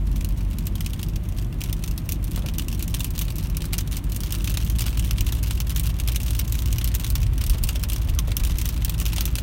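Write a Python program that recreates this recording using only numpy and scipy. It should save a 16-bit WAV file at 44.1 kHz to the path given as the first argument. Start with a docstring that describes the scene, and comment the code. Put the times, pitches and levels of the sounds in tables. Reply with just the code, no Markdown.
"""Hail on a windshield, heard inside a car on a slushy street, growing most quickly in the third second.
Big stones crack, crumble and knock the pane: dispersed clicks, noise bursts and short decaying modes.
Grains tick between them as smaller impacts; the lined roof patters as noise driven by random clicks.
Engine sines drone, coloured noises sway, boom, rumble and wash, and the tyres hum through a resonator.
Later, decaying noise knocks in the trim, and a wiper squeaks once as a short falling sine."""
import sys
import numpy as np
from scipy import signal
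from scipy.fft import rfft, irfft, next_fast_len
from scipy.io import wavfile
from scipy.ndimage import uniform_filter1d

SR = 44100
rng = np.random.default_rng(int(sys.argv[2]) if len(sys.argv) > 2 else 0)


def waveform_to_disk(signal):
    """Save audio, clipped to [-1, 1], as 16-bit WAV at the path in sys.argv[1]."""
    frames = np.transpose(np.atleast_2d(signal))
    scaled = np.clip(frames, -1, 1) * 32767
    samples = np.round(scaled).astype(np.int16)
    wavfile.write(sys.argv[1], SR, samples)


N = 415422
TIME = np.arange(N) / SR
CUTOFF_HZ = 15900  # top of the audible band here
LEAD_S = .002  # room before each crack for the sound that runs ahead of it


def from_db(db):
    """Decibels to gain."""
    return 10 ** (np.asarray(db) / 20)


def rms_one(x):
    """Scale to unit rms."""
    return x / np.sqrt(np.mean(x ** 2) + 1e-20)


def unit_energy(rows):
    """Scale each short sound to an energy of 1."""
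    return rows / np.linalg.norm(rows, axis=1, keepdims=True)


def in_time(rows):
    """Each column of a curve at every sample."""
    s, *columns = np.transpose(rows)
    return [np.interp(TIME, s, column) for column in columns]


def coloured(x, points):
    """Minimum-phase filter through the spectrum points; unit power gain, along the last axis."""
    size = next_fast_len(x.shape[-1], real=True)
    hz, db = np.transpose(points)
    octave = np.log2(np.fft.rfftfreq(size, 1 / SR) + 1)
    knots = np.log2(hz)
    # beyond the end points: 12 dB per octave down below, 30 above
    low_skirt_db = 12 * np.maximum(knots[0] - octave, 0)
    high_skirt_db = 30 * np.maximum(octave - knots[-1], 0)
    skirts_db = np.minimum(low_skirt_db + high_skirt_db, 80)
    gain = from_db(np.interp(octave, knots, db) - skirts_db)
    # folding the cepstrum makes the filter causal
    cepstrum = irfft(np.log(rms_one(gain)), size)
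    cepstrum[1:size // 2] *= 2
    cepstrum[size // 2 + 1:] = 0
    response = np.exp(rfft(cepstrum))
    return irfft(rfft(x, size) * response, size)[..., :x.shape[-1]]


def noise(points):
    """Steady noise of one colour, rms 1."""
    return rms_one(coloured(rng.standard_normal(N), points))


def evened(x, window_s):
    """Take the slow swells out of a noise."""
    return x / np.sqrt(uniform_filter1d(x ** 2, int(window_s * SR)) + 1e-9)


def placed(times, sounds):
    """Lay short sounds on the time line."""
    out = np.zeros(N + sounds.shape[1])
    starts = np.clip(times * SR, 0, N - 1).astype(int)
    for start, sound in zip(starts, sounds):
        out[start:start + len(sound)] += sound
    return out[:N]


# engine cruising, then pulling harder: time_s, firing_rate_hz, drone_db, octave_db
ENGINE_CURVE = [(0, 48.46, -21.5, -40), (.8, 49.07, -29, -36), (4.25, 49.39, -28.5, -37.5),
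                (4.7, 54.37, -23.5, -31.5), (6.4, 55, -24.5, -35), (7.9, 53.44, -25.5, -39),
                (9.42, 53.46, -24.5, -35.5)]


def engine(rough=0.21, wander_rad=0.086, driveline_db=-13.5):
    """Firing rate, octave and a driveline order hum; uneven firing makes level and phase flutter."""
    firing_hz, drone_db, octave_db = in_time(ENGINE_CURVE)
    slow = [(5, 0.5), (14, -10.5), (100, -72)]  # flutter colour: hz, density_db
    phase = 2 * np.pi * np.cumsum(firing_hz) / SR + wander_rad * noise(slow)
    drone = from_db(drone_db) * np.sin(phase)
    octave = from_db(octave_db) * np.sin(2 * phase)
    driveline = from_db(drone_db + driveline_db) * np.sin(1.75 * phase)
    flutter = 1 + rough * noise(slow)
    return np.sqrt(2) * flutter * (drone + octave + driveline)


# road surface getting rougher and smoother under the tread: time_s, rumble_db
ROAD_ROUGHNESS = [(0, -34.5), (1.8, -35.5), (2.6, -33), (3.3, -35.5), (4.5, -34), (5.8, -36), (9.42, -36)]
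# dips that make the body heave and the floor boom: time_s, heave_db, boom_db
ROAD_DIPS = [(.25, -31, -42), (5.2, -29, -55), (6.76, -45, -35), (7.24, -26, -26), (7.551, -23, -32),
             (8.15, -31, -29), (8.45, -23.5, -35)]
# relative spectra of body sway, floor boom, tread rumble and slush: freq_hz, density_db
SWAY_COLOUR = [(22, -1.5), (33, 13), (43, 22), (56, -7.5)]
BOOM_COLOUR = [(45, -18.5), (61, 6), (73, 13.5), (83, 5), (95, 7), (104, 1), (117, 7), (138, -3.5),
               (200, -25.5)]
RUMBLE_COLOUR = [(110, -11), (158, 4), (190, -4.5), (215, -4.5), (245, -9), (285, -8.5), (350, -12),
                 (420, -25)]
WASH_COLOUR = [(250, -11), (420, 0.5), (620, 1), (820, -4), (1050, -2.5), (1400, -8.5), (2800, -10.5),
               (5000, -22), (15000, -21)]


def tyres(cruise_hz=51.2, boom_db=-30.5, boom_db_per_hz=0.5, sway_db=-33.0, dip_s=0.087,
          wash_db=-49.0, wash_rise_db=1.5):
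    """The road sways the body and booms in the floor; tread rumbles, slush washes in the wheel arches."""
    heave, thud = 0, 0
    for dip_time_s, heave_db, thud_db in ROAD_DIPS:
        swell = np.exp(-((TIME - dip_time_s) / dip_s) ** 2)
        heave = heave + from_db(heave_db) * swell
        thud = thud + from_db(thud_db) * swell
    body = (from_db(sway_db) + heave) * evened(noise(SWAY_COLOUR), 0.2)
    # the floor booms louder as the engine's firing rate rises
    firing_hz = in_time(ENGINE_CURVE)[0]
    boom = from_db(boom_db + boom_db_per_hz * (firing_hz - cruise_hz)) + thud
    floor = boom * evened(noise(BOOM_COLOUR), 0.14)
    tread = from_db(in_time(ROAD_ROUGHNESS)[0]) * noise(RUMBLE_COLOUR)
    along = TIME / TIME[-1] - .5
    slush = from_db(wash_db + wash_rise_db * along) * noise(WASH_COLOUR)
    return body + floor + tread + slush


def tyre_hollow(hz=208, q=6.9, level_db=-39.5, at_s=0.62, width_s=0.88):
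    """A rough stretch of road sets the air inside the tyres humming: rumble through one resonance."""
    hum = signal.lfilter(*signal.iirpeak(hz, q, fs=SR), noise(RUMBLE_COLOUR))
    stretch = np.exp(-((TIME - at_s) / width_s) ** 2)
    return from_db(level_db) * stretch * rms_one(hum)


# relative spectrum of the lined roof: freq_hz, density_db
ROOF_COLOUR = [(300, 7), (650, 1), (1100, 8.5), (1800, 7), (2750, 6), (3600, 6), (5000, -2.5),
               (15000, -14.5)]


def roof(strength_db, level_db=-50.0, per_s=260, size_spread_db=6.0, t60=0.041):
    """Dense hail and rain on the roof, blurred by the sheet and dulled by its lining; t60 in s."""
    sizes = np.clip(rng.standard_normal(N), -2, 2)
    # doubled decibels turn amplitude gains into energies
    clicks = (rng.random(N) < per_s / SR) * from_db(2 * size_spread_db * sizes)
    keep = from_db(-2 * 60 / (t60 * SR))
    energy = signal.lfilter([1], [1, -keep], clicks + 1e-18)
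    patter = coloured(np.sqrt(energy) * rng.standard_normal(N), ROOF_COLOUR)
    return from_db(level_db + strength_db) * rms_one(patter)


# relative spectra of the bare crack, and of crumbling ice with the cabin tail: freq_hz, density_db
CRACK_COLOUR = [(700, -28), (1800, 3), (3000, 2), (6100, 16), (7700, 10.5), (9400, 15.5), (10400, 13.5),
                (12000, 16), (15500, 16.5)]
GLASS_COLOUR = [(500, -10.5), (1100, -3), (1900, -3.5), (2800, 6.5), (3700, 4), (4900, 1), (5900, 2.5),
                (7700, -1), (9300, 1.5), (10400, -4), (12000, 1), (15500, 0)]


def impacts(s, crack_db, crumble_db, tilt_db, size, spread_s=0.00021, echo_db=-19.0, crumble_s=0.0031,
            shatter_db=5.0, forerun_s=0.0011, tail_db=-0.5, tail_t60=0.055, far_tail_db=4.5, spot_db=2.5):
    """Ice on glass: crack, echo off the dashboard, crumbling burst and short cabin tail; tilt in dB/octave."""
    count = len(s)
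    age = np.arange(size) / SR - LEAD_S
    hz = np.fft.rfftfreq(size, 1 / SR)
    place, gap, phase, bulk = rng.random((count, 4)).T[:, :, None]

    # bending waves carry the treble ahead of the bass, the more so from a far spot
    bend = spread_s * place * 2 * (np.sqrt(hz * CUTOFF_HZ) - hz)
    direct = np.exp(-2j * np.pi * (hz * LEAD_S + bend + phase))
    echo_s = 0.0017 + 0.000963 * gap
    echo = from_db(echo_db) * np.exp(-2j * np.pi * hz * echo_s)
    crack = coloured(irfft(direct * (1 + echo)), CRACK_COLOUR)

    # the stone breaks up in uneven bits; a bulky one takes longer
    lumps = np.repeat(rng.standard_normal((count, size // 16)), 16, axis=1)
    rise = np.minimum(age, 0) / forerun_s
    breaking = np.exp(rise - (age / (crumble_s * (.5 + bulk))) ** 4)
    crumble = unit_energy(breaking * from_db(shatter_db * lumps) * rng.standard_normal((count, size)))

    # seats and windows return a share of every hit, more of one that lands far off
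    fade = (age > 0) * from_db(-60 * age / tail_t60)
    tail = unit_energy(fade * rng.standard_normal((count, size)))
    hard, soft = from_db(crack_db)[:, None], from_db(crumble_db)[:, None]
    tail_gain = from_db(tail_db + far_tail_db * (place - .5)) * np.hypot(hard, soft)
    hit = hard * crack + coloured(soft * crumble + tail_gain * tail, GLASS_COLOUR)

    # every spot on the pane favours other pitches; the tilt pivots at 7 kHz
    octaves = np.log2(np.maximum(hz, 1500) / 7000)
    ripple = np.sin(2 * np.pi * (octaves * (.5 + gap) + rng.random((count, 1))))
    tone = from_db(tilt_db[:, None] * octaves + spot_db * ripple)
    return placed(s - LEAD_S, irfft(rfft(hit) * tone))


def flurries(delay_s=0.025, lull=.5):
    """Hail comes in flurries: grains crowd in behind each big stone, then thin out; mean 1."""
    falls = np.histogram(np.transpose(BIG_STONES)[0], N, (0, N / SR))[0].astype(float)
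    keep = np.exp(-1 / (delay_s * SR))
    # two equal poles: the crowd peaks delay_s after the stone
    crowd = signal.lfilter([1], [1, -2 * keep, keep ** 2], falls)
    share = np.clip(lull, 0, 1)
    return share + (1 - share) * crowd / crowd.mean()


def grains(strength_db, per_s=100, crack_db=-24.0, crumble_db=-26.0, size_spread_db=8.5,
           size_follows=0.42, tilt_db=-1.1, tilt_spread_db=3.0):
    """Small grains tick at random on all the windows and grow with the shower; hard click, wet splat."""
    s = TIME[rng.random(N) < per_s * flurries() / SR]
    size, hardness = 2 * rng.random((len(s), 2)).T - 1
    size_db = size_follows * np.interp(s, TIME, strength_db) + size_spread_db * size
    hard_db = tilt_spread_db * hardness
    grain_crack_db = size_db + crack_db + hard_db
    grain_crumble_db = size_db + crumble_db - hard_db
    return impacts(s, grain_crack_db, grain_crumble_db, tilt_db + hard_db, size=1280)


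# stones that stand out on the windshield, energies before the pane's tone:
# time_s, crack_energy_db, crumble_energy_db
BIG_STONES = [(0.1605, -25, -17), (0.2087, -23, -15.5), (0.2467, -10, -12), (0.2893, -18, -28),
              (0.586, -12, -16.5), (0.6691, -10, -15), (0.7547, -17, -14), (0.8076, -16, -9.5),
              (0.8623, -11, -8), (0.9339, -13.5, -13.5), (0.9935, -29, -15.5), (1.0302, -11, -10.5),
              (1.159, -20.0, -17), (1.3851, -27, -17), (1.6077, -17, -15), (1.6163, -12, -10.5),
              (1.6381, -10, -12), (1.6964, -21, -18), (1.7284, -8.5, -8.5), (1.8392, -11.0, -9.5),
              (1.8774, -16, -14), (1.9126, -16, -19), (1.9783, -12.5, -12.5), (2.0912, -7.5, -12),
              (2.1217, -5.5, -14), (2.2429, -14, -23), (2.3164, -16, -19.5), (2.3607, -12, -11.5),
              (2.3764, -20.0, -18.5), (2.4615, -17, -13), (2.486, -22, -12), (2.584, -5.5, -8),
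              (2.596, -12, -8), (2.6837, -10, -10), (2.7274, -21, -13.5), (2.7943, -14.5, -22),
              (2.8263, -8.5, -13), (2.8797, -11, -19), (2.942, -11, -9), (2.9466, -5.5, -9),
              (2.9958, -13, -19), (3.0055, -7, -6.5), (3.0447, -4.5, -11), (3.1061, -16.5, -18),
              (3.1798, -11, -12), (3.1912, -4, -13), (3.2135, -13, -10.5), (3.2188, -8.5, -9),
              (3.3046, -17.0, -13), (3.3576, -14.5, -27), (3.3842, -11, -21), (3.5697, -5.5, -13.5),
              (3.6202, -16, -12.5), (3.6546, -13, -16), (3.7327, -6, -6), (3.7398, -9, -7.5),
              (3.782, -4.5, -8), (3.786, -9, -7.5), (3.809, -15, -15), (3.9216, -14.0, -17.5),
              (3.928, -15.0, -13.5), (3.9687, -9.0, -11.5), (4.1209, -11, -17), (4.1636, -6.5, -16),
              (4.2052, -12.5, -20), (4.2354, -14, -10), (4.307, -19, -14), (4.3241, -4.5, -9),
              (4.3503, -11, -13), (4.444, -9, -12.0), (4.475, -16, -4.5), (4.4975, -13, -11.5),
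              (4.5026, -12, -21), (4.5417, -12, -13), (4.5728, -9, -6), (4.6488, -15.5, -28),
              (4.6996, -9, -14), (4.7865, -12, -10.5), (4.7933, -10.0, -8.0), (4.808, -5, -6),
              (4.8198, -9, -7), (4.8643, -11, -9.5), (4.8812, -21, -11.5), (4.9734, -14, -10.5),
              (4.9948, -8.5, -9.5), (5.048, -13, -21), (5.11, -7, -6.5), (5.1826, -14, -10.0),
              (5.2085, -5.5, -7.5), (5.2669, -12, -9.5), (5.2899, -21, -14), (5.3232, -11, -9.5),
              (5.352, -19, -24), (5.43, -12, -15), (5.4374, -15, -12.5), (5.471, -22, -15),
              (5.5089, -12, -5), (5.6029, -8.5, -8), (5.696, -13, -11), (5.7045, -10.0, -12),
              (5.7616, -8, -6.5), (5.7743, -12, -15.0), (5.7968, -3.5, -14), (5.8341, -16, -25),
              (5.8672, -12, -16), (5.8718, -14, -11), (6, -11, -8.5), (6.0765, -9, -7.5),
              (6.0858, -11.5, -6.5), (6.121, -13, -13.5), (6.1598, -5, -6), (6.2029, -14, -13),
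              (6.2323, -11.5, -25), (6.3068, -10.5, -10.0), (6.3505, -13, -9.5), (6.392, -6, -10),
              (6.396, -3, -7), (6.4789, -13.5, -17), (6.5238, -6.5, -14), (6.5531, -14, -9.5),
              (6.5896, -12.5, -13), (6.6589, -11, -13.5), (6.7274, -8.5, -8.5), (6.7835, -10, -10.0),
              (6.8136, -15, -11.5), (6.8442, -4, -14), (6.876, -8, -16), (6.9422, -16.0, -12),
              (6.9508, -3.5, -8.0), (6.998, -14, -11), (7.045, -10, -8.5), (7.0657, -16, -12.5),
              (7.1025, -6.0, -17), (7.1543, -9, -6), (7.3802, -13, -17), (7.4144, -12, -11.5),
              (7.4393, -9.0, -11), (7.4652, -10, -9.5), (7.4977, -4, -16), (7.6375, -3.5, -7.5),
              (7.69, -4, -3.5), (7.7573, -17, -10), (7.8366, -6, -8.5), (7.8993, -9.5, -10.5),
              (7.9332, -8, -10.5), (7.9614, -15.5, -12), (8.1892, -4, -3.5), (8.3179, -23, -10),
              (8.3682, -0.5, -6.5), (8.437, -10, -10), (8.45, -6, -10), (8.4729, -12.5, -12),
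              (8.5854, -7, -14), (8.6152, -7.5, -10), (8.6562, -8, -10), (8.69, -6, -15),
              (8.8484, -1, -8.5), (8.8958, -7.5, -6), (9.0008, -5.5, -12.5), (9.015, -27, -12.5),
              (9.0549, -11, -10), (9.0634, -11, -8.5), (9.1312, -15, -10.5), (9.1623, -11.0, -8.5),
              (9.1825, -13, -6), (9.2085, -4, -4), (9.255, -3, -10), (9.3547, -6, -9), (9.3846, -11, -5.5)]


def hailstones(tilt_per_db=0.2286, tilt_spread_db=0.72):
    """Stones on the windshield: hard ones crack brightly, slushy ones crumble with a duller sound."""
    s, crack_db, crumble_db = np.transpose(BIG_STONES)
    tilt_db = tilt_per_db * (crack_db - crumble_db) + tilt_spread_db * rng.standard_normal(len(s))
    return impacts(s, crack_db, crumble_db, tilt_db, size=1792)


def panel_knocks(level_db=-35, spread_db=4.5, low_hz=550, high_hz=2200, cycles=22, size=1536):
    """Each big stone knocks four low modes of the pane, other ones at every spot; heavier hits are louder."""
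    s, crack_db, crumble_db = np.transpose(BIG_STONES)
    pitch, weight = rng.random((len(s), 2, 4, 1)).swapaxes(0, 1)
    hz = low_hz * (high_hz / low_hz) ** pitch
    t = np.arange(size) / SR
    # each mode dies by 60 dB over the given number of cycles
    mode_db = spread_db * (2 * weight - 5.5) - 60 * hz * t / cycles
    modes = np.sin(2 * np.pi * hz * t) * from_db(mode_db)
    gain = from_db((crack_db + crumble_db) / 2 + level_db)[:, None]
    return placed(s, gain * modes.sum(axis=1))


# knocks of the body and trim: time_s, start_level_db
TRIM_KNOCKS = [(2.372, -36), (2.441, -39), (7.55, -40.5), (7.752, -41), (8.071, -45), (8.281, -37.5),
               (8.41, -41), (8.88, -41)]
# their relative spectrum: freq_hz, density_db
KNOCK_COLOUR = [(200, -1), (600, 5), (1100, -5.5), (2500, -12), (6000, -30)]


def knocks(t60=0.16):
    """Ruts jolt the suspension and trim: sudden noise that dies by 60 dB in t60 seconds."""
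    envelope = 0
    for knock_s, db in TRIM_KNOCKS:
        decay = from_db(db - 60 * np.abs(TIME - knock_s) / t60)
        envelope = envelope + decay * (TIME > knock_s)
    return envelope * evened(noise(KNOCK_COLOUR), t60 / 10)


def wiper_squeak(at_s=8.192, level_db=-42, hz=1120, width_s=0.019, sag_hz_per_s=5500):
    """Wiper rubber squeaks once on the glass: a brief sine swells and fades, falling in pitch."""
    age = TIME - at_s
    phase = 2 * np.pi * (hz - .5 * sag_hz_per_s * age) * age
    return from_db(level_db) * np.exp(-(age / width_s) ** 2) * np.sin(phase)


# shower swelling slowly, then quickly, then slowly again: time_s, strength_db
SHOWER_CURVE = [(0, -19), (2.3, -14), (2.9, -7), (9.42, -1.5)]


def scene():
    """Hail outside, car underneath, heard from the front seat."""
    strength_db, = in_time(SHOWER_CURVE)
    car = engine() + tyres() + tyre_hollow()
    hail = roof(strength_db) + grains(strength_db) + hailstones() + panel_knocks()
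    return (car + hail + knocks() + wiper_squeak())[None]


def record(dry):
    """A steep elliptic low-pass cuts the top of the treble."""
    low_pass = signal.ellip(10, .2, 80, CUTOFF_HZ, fs=SR, output="sos")
    return signal.sosfilt(low_pass, dry)


dry = scene()
out = record(dry)
waveform_to_disk(out)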